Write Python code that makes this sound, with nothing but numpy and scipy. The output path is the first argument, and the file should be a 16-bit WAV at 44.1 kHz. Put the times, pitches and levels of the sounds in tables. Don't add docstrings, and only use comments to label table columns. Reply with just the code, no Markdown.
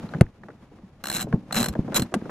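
import sys
import numpy as np
from scipy import signal
from scipy.fft import rfft, irfft
from scipy.io import wavfile

SR = 44100
rng = np.random.default_rng(int(sys.argv[2]) if len(sys.argv) > 2 else 0)


def generate_wav(signal):
    frames = np.transpose(np.atleast_2d(signal))
    scaled = np.clip(frames, -1, 1) * 32767
    pcm = np.round(scaled).astype(np.int16)
    wavfile.write(sys.argv[1], SR, pcm)


N = 101429
TIME = np.arange(N) / SR
FREQS = np.maximum(np.fft.rfftfreq(N, 1 / SR), 1)

# f/Hz, level/dB
CABIN_COLOUR = [(25, 7), (60, 14.5), (130, 12), (300, -15), (480, -4.5), (1000, -41)]
GRIP_COLOUR = [(25, -13), (50, -22), (125, 3), (200, 6.5), (300, -2), (600, -18.5), (1000, -26),
               (2000, -46.5), (4000, -44.5), (8000, -60), (14000, -66)]
SLIDE_COLOUR = [(200, 0), (600, 4), (1500, -5), (3000, -12.5), (6000, -20), (11000, -24.5), (15000, -32)]
# t/s, level/dB
GRIP_LEVELS = [(0, -37.5), (.12, -41), (.19, -29.5), (.25, -50), (.29, -49), (.33, -67), (.4, -50.5),
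               (.44, -47), (.57, -54), (.82, -52), (1.02, -56), (1.11, -56), (1.19, -36.5), (1.3, -38.5),
               (1.37, -32), (1.41, -46.5), (1.49, -44), (1.6, -31), (1.72, -33.5), (1.82, -35), (1.92, -35),
               (2.02, -27.5), (2.1, -47), (2.19, -42), (2.3, -34.5)]
SLIDE_LEVELS = [(0, -47), (.09, -49), (.2, -48), (.28, -61), (.55, -59.5), (1.0, -59.5), (1.1, -46),
                (1.26, -55), (1.46, -58.5), (1.6, -34), (1.75, -53), (1.85, -52), (2.02, -43),
                (2.09, -51.5), (2.3, -50)]
# t/s, tick level/dB, knock level/dB
TAPS = [(.034, -56, -48), (0.09, -43, -57), (0.137, -28, -37), (0.147, -35.5, -33.5), (0.435, -40.5, -56.5),
        (0.485, -39.5, -39.5), (0.503, -43, -54), (0.717, -75, -46), (0.786, -56, -51.5),
        (1.269, -52, -34.5), (1.326, -28, -27), (1.337, -46, -28.5), (1.509, -29.5, -38.5),
        (1.7524, -32.5, -29.5), (1.8455, -48, -38.5), (1.8787, -37.5, -28.5), (1.922, -33, -31),
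        (1.932, -34, -34.5), (2.121, -41, -35), (2.148, -38, -28), (2.2149, -43.5, -41),
        (2.255, -39.5, -32), (2.295, -29.5, -34.5)]
# t/s, level/dB, f/Hz
CLICKS = [(.09, -37.5, 4080), (.266, -42.5, 1800), (0.435, -37, 1820)]
# t/s, peak level/dB, f/Hz, swell time/s
BUMPS = [(0.0375, -23, 198, 0.0057), (0.1465, -19.5, 167, 0.0081), (.2105, 4.5, 146.8, 0.005),
         (0.829, -36, 191, 0.013), (0.925, -43, 133, 0.0094), (1.145, -25, 199, 0.0062),
         (1.2415, -22, 173, 0.0061), (1.336, -7.5, 175.7, 0.0063), (1.585, -17.5, 224.6, 0.022),
         (1.687, -25.5, 66, 0.016), (1.789, -10, 194, 0.0042), (1.845, -25.5, 276, 0.0053),
         (1.975, -24.5, 195, 0.0066), (1.994, -16.5, 228, 0.0015), (2.0179, -15.5, 207, 0.007),
         (2.1564, -17, 215, 0.011), (2.22, -24.5, 219, 0.0041)]
# t/s, crack level/dB, crack t60/s, shell level/dB, panel level/dB
SNAPS = [(0.21, -17, 0.017, -15, -51), (1.3284, -63, .015, -80, -36.5), (2.1409, -21, 0.035, -58, -19)]
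# f/Hz, level/dB
TICK_COLOUR = [(60, -36), (200, -6), (700, 3.5), (1000, 4), (1600, 6.5), (2100, -5.5), (2800, -15.5),
               (5000, -26), (12000, -38)]
KNOCK_COLOUR = [(60, -17), (170, 2), (320, 11), (700, 0), (1200, -14), (2500, -42), (8000, -46),
                (15000, -68)]
BOOM_COLOUR = [(40, 8), (120, 12.5), (220, -3), (330, -5), (700, -22.5), (1500, -28), (4000, -48),
               (12000, -88)]
CRACK_COLOUR = [(60, 1.5), (300, 12), (700, 5.5), (1050, -8.5), (1500, 3), (2200, -1), (3000, -0.5),
                (4200, -5.5), (5600, -8.5), (7000, -5), (9000, 1), (11000, -14), (15000, -14.5)]
# f/Hz, level/dB, t60/s
SHELL_MODES = [(128, 5, 0.017), (480, 7.5, 0.025), (868, -11, 0.04), (1440, -3, 0.013), (1780, -2.5, 0.015),
               (2090, -5.5, 0.025), (2650, -11, 0.021)]
PANEL_MODES = [(520, -14, 0.13), (728, 1.5, .042), (1135, -3.5, 0.027), (1230, -11, 0.022),
               (1420, -4, .028), (1580, -6.5, 0.046), (1980, -14, 0.044), (3150, -20, .02)]
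# t/s, teeth passed
SPOOL_TRAVEL = [
    [(1.039, 0), (1.0555, 1), (1.0698, 2), (1.0842, 3), (1.0998, 4), (1.1148, 5), (1.1268, 6), (1.1368, 7),
     (1.1725, 13), (1.182, 14), (1.193, 15), (1.2165, 18), (1.226, 19)],
    [(1.525, 0), (1.5445, 1), (1.5549, 2), (1.5636, 3), (1.5682, 4), (1.5815, 7), (1.5866, 8), (1.6183, 12),
     (1.6285, 13), (1.6419, 14), (1.6597, 15), (1.6852, 16)],
    [(1.727, 0), (1.736, 1)],
    [(1.9442, 0), (1.9527, 1), (1.958, 2), (1.971, 6), (1.9765, 7), (1.98, 8), (1.9958, 9), (2.0202, 10)],
]
# t/s, pawl level/dB, spool level/dB
TOOTH_FORCE = [(1.04, -3.5, -1), (1.07, -4, -2), (1.115, -3.5, -0.5), (1.139, -0.5, -17), (1.17, -2, -4.5),
               (1.191, -5.5, 1), (1.226, -4, -7), (1.524, -0.5, 1.5), (1.57, 1.5, 6), (1.587, -1, -1),
               (1.605, 1.5, 2), (1.645, 2.5, 4.5), (1.685, 1.5, 1.5), (1.727, -25, -16), (1.74, -28, -1.5),
               (1.944, 2, 0.5), (1.969, 7, 1), (1.98, -2, 5.5), (1.996, 5, 4.5), (2.02, 0, 1.5)]
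# f/Hz, level/dB
STRIKE_COLOUR = [(50, -18), (200, -8), (600, 4), (950, -5), (1500, -4), (2300, -2), (3400, -1.5),
                 (4000, -23), (4600, -6.5), (6200, -3), (7400, 4), (8500, -5.5), (9700, -8.5), (12000, 2.5),
                 (13300, -5.5), (15800, -16.5)]
SPOOL_COLOUR = [(60, -19), (200, 3.5), (700, -4.5), (1100, 6), (1600, 9.5), (2100, -1.5), (2800, -4.5),
                (5000, -10), (12000, -41)]
# f/Hz, level/dB, t60/s
PAWL_MODES = [(1154, -44.5, 0.074), (1470, -51, 0.033), (1541, -45, 0.079), (2864, -38, 0.035),
              (4010, -48.5, 0.037), (4120, -29, 0.042), (4040, -50.5, 0.05), (5443, -42.5, .05),
              (7100, -38.5, 0.035), (7840, -27.5, 0.042), (8250, -43, 0.025), (9500, -44, 0.034),
              (10840, -37.5, 0.034), (11590, -33, .025), (12160, -34, 0.049)]
TRIM_MODES = [(136, -74, .07), (216.6, -41, 0.17), (323.7, -46.5, 0.36), (575, -45.5, 0.066),
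              (754, -39.5, 0.062)]
# f/Hz, likeness (0 to 1)
LIKENESS = [(100, 1), (500, 0.95), (1500, 0.82), (4000, 0.093), (6000, 0.28), (8000, 0.84), (15000, 1)]
# f/Hz, phase/rad
LEFT_LEAD = [(100, 0.05), (2000, 0), (2800, 0.4), (3400, 1), (4100, 0.92), (4600, 2.3), (6000, 0),
             (7700, 2.48), (9500, 2.35), (12000, 2.33), (16000, 2.7)]


def from_db(db):
    return 10 ** (np.asarray(db) / 20)


def in_time(rows):
    return np.interp(TIME, *np.transpose(rows))


def over_hz(rows):
    hz, value = np.transpose(rows)
    return np.interp(np.log(FREQS), np.log(hz), value)


def body_response(colour):
    cepstrum = irfft(np.log(from_db(over_hz(colour))), N)
    cepstrum[1:N // 2] *= 2
    cepstrum[N // 2:] = 0
    response = np.exp(rfft(cepstrum))
    return response / np.sqrt(np.mean(np.abs(response) ** 2))


def noise(colour, force=1):
    shared, apart = rfft(force * rng.standard_normal((2, N)))
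    alike = np.clip(over_hz(LIKENESS), 0, 1)
    sides = np.array([[1], [-1]])
    pair = np.sqrt((1 + alike) / 2) * shared + np.sqrt((1 - alike) / 2) * apart * sides
    return irfft(pair * body_response(colour), N)


def flutter(hz):
    waver = irfft(rfft(rng.standard_normal(N)) / (1 + (FREQS / hz) ** 2), N)
    return waver / np.sqrt(np.mean(waver ** 2))


def blows(times, levels_db, hold_s, t60_s):
    power = np.zeros(N + SR)
    shape = from_db(-60 * np.maximum(TIME[:SR // 4] - hold_s, 0) / t60_s) ** 2
    for at, db in zip(times, levels_db):
        start = int(max(at, 0) * SR)
        power[start:start + len(shape)] += from_db(db) ** 2 * shape
    return np.sqrt(power[:N])


def ring(times, levels_db, modes, pitch=1, scatter_db=2.5, detune_share=0.009):
    hz, mode_db, t60 = np.transpose(modes)[:, :, None]
    age = TIME[:SR // 12]
    fade = from_db(-60 * age / t60)
    out = np.zeros(N + SR)
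    for at, db, ratio in np.broadcast(times, levels_db, pitch):
        strength, detune = rng.standard_normal((2, len(hz), 1))
        gain = from_db(db + mode_db + scatter_db * strength)
        tones = np.sin(2 * np.pi * hz * (ratio + detune_share * detune) * age)
        start = int(at * SR)
        out[start:start + len(age)] += np.sum(gain * fade * tones, axis=0)
    return out[:N]


def cabin_rumble(level_db=-58.5):
    return from_db(level_db) * noise(CABIN_COLOUR)


def rubbing(grip_offset_db=-0.5, waver_db=2):
    uneven_db = waver_db * flutter(hz=38.9)
    grip = noise(GRIP_COLOUR) * from_db(in_time(GRIP_LEVELS) + grip_offset_db + uneven_db)
    slide = noise(SLIDE_COLOUR) * from_db(in_time(SLIDE_LEVELS) + uneven_db)
    return grip + slide


def taps(click_t60_s=0.011):
    times, tick_db, knock_db = np.transpose(TAPS)
    clicks = sum(ring([at], db, [(hz, 0, click_t60_s)]) for at, db, hz in CLICKS)
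    ticks = noise(TICK_COLOUR, blows(times, tick_db, hold_s=0.0012, t60_s=0.023))
    knocks = noise(KNOCK_COLOUR, blows(times, knock_db, hold_s=0.0079, t60_s=0.077))
    return ticks + knocks + clicks


def bumps(knock_db=-14, boom_db=-17.5):
    thuds = np.zeros(N)
    for at, db, hz, swell in BUMPS:
        age = np.maximum(TIME - at, 0)
        shape = (age / swell * np.exp(1 - age / swell)) ** 3.54
        thuds += from_db(db) * shape * np.sin(2 * np.pi * hz * age)
    times, peak_db, _, swells = np.transpose(BUMPS)
    knocks = noise(KNOCK_COLOUR, blows(times, peak_db + knock_db, hold_s=0.00083, t60_s=0.027))
    booms = noise(BOOM_COLOUR, blows(times + swells, peak_db + boom_db, hold_s=0, t60_s=0.097))
    return thuds + knocks + booms


def snaps():
    times, _, _, shell_db, panel_db = np.transpose(SNAPS)
    force = sum(blows([at], [db], hold_s=0.000067, t60_s=t60) for at, db, t60, _, _ in SNAPS)
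    cracks = noise(CRACK_COLOUR, force)
    return cracks + ring(times, shell_db, SHELL_MODES) + ring(times, panel_db, PANEL_MODES)


def teeth(travel):
    at, passed = np.transpose(travel)
    times = np.interp(np.arange(passed[-1] + 1), passed, at)
    return np.array([times, 1 / np.gradient(times)])


def belt_ratchet(strike_db=-30, housing_db=-35, clack_db=-30, scatter_db=1.2, chatter_db=2):
    times, rate = np.hstack([teeth(travel) for travel in SPOOL_TRAVEL])
    times = times + rng.normal(0, 0.00015, len(times))
    uneven_db = scatter_db * rng.standard_normal(len(times))
    at, on_pawl_db, on_spool_db = np.transpose(TOOTH_FORCE)
    pawl_db = np.interp(times, at, on_pawl_db) + uneven_db
    spool_db = np.interp(times, at, on_spool_db) + uneven_db
    haste = np.log2(np.clip(rate / 65, 1, 2))
    rattle_db = 4 * haste
    pitch = 1 - 0.025 * haste
    strike_force = blows(times, pawl_db + strike_db, hold_s=0.0022, t60_s=0.011)
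    housing_force = blows(times, pawl_db + housing_db + rattle_db, hold_s=0, t60_s=0.055)
    clack_times = times + 0.0016
    clacks = noise(SPOOL_COLOUR, blows(clack_times, spool_db + clack_db, hold_s=0.0012, t60_s=0.014))
    metal = ring(times, pawl_db, PAWL_MODES, pitch) * from_db(chatter_db * flutter(hz=350))
    strikes = noise(STRIKE_COLOUR, np.hypot(strike_force, housing_force))
    trim = ring(times, spool_db, TRIM_MODES)
    return strikes + clacks + metal + trim


def scene():
    return cabin_rumble() + rubbing() + taps() + bumps() + snaps() + belt_ratchet()


def record(dry):
    lean_left_db, ceiling, knee, cutoff_hz = 0.16, 0.8, 8, 15750
    sides = np.array([[1], [-1]])
    phase_shift = np.exp(0.5j * sides * over_hz(LEFT_LEAD))
    heard = irfft(rfft(dry) * phase_shift, N) * from_db(sides * lean_left_db)
    flattened = heard / (1 + np.abs(heard / ceiling) ** knee) ** (1 / knee)
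    low_pass = signal.ellip(10, 0.1, 80, cutoff_hz, fs=SR, output="sos")
    return signal.sosfilt(low_pass, flattened)


dry = scene()
out = record(dry)
generate_wav(out)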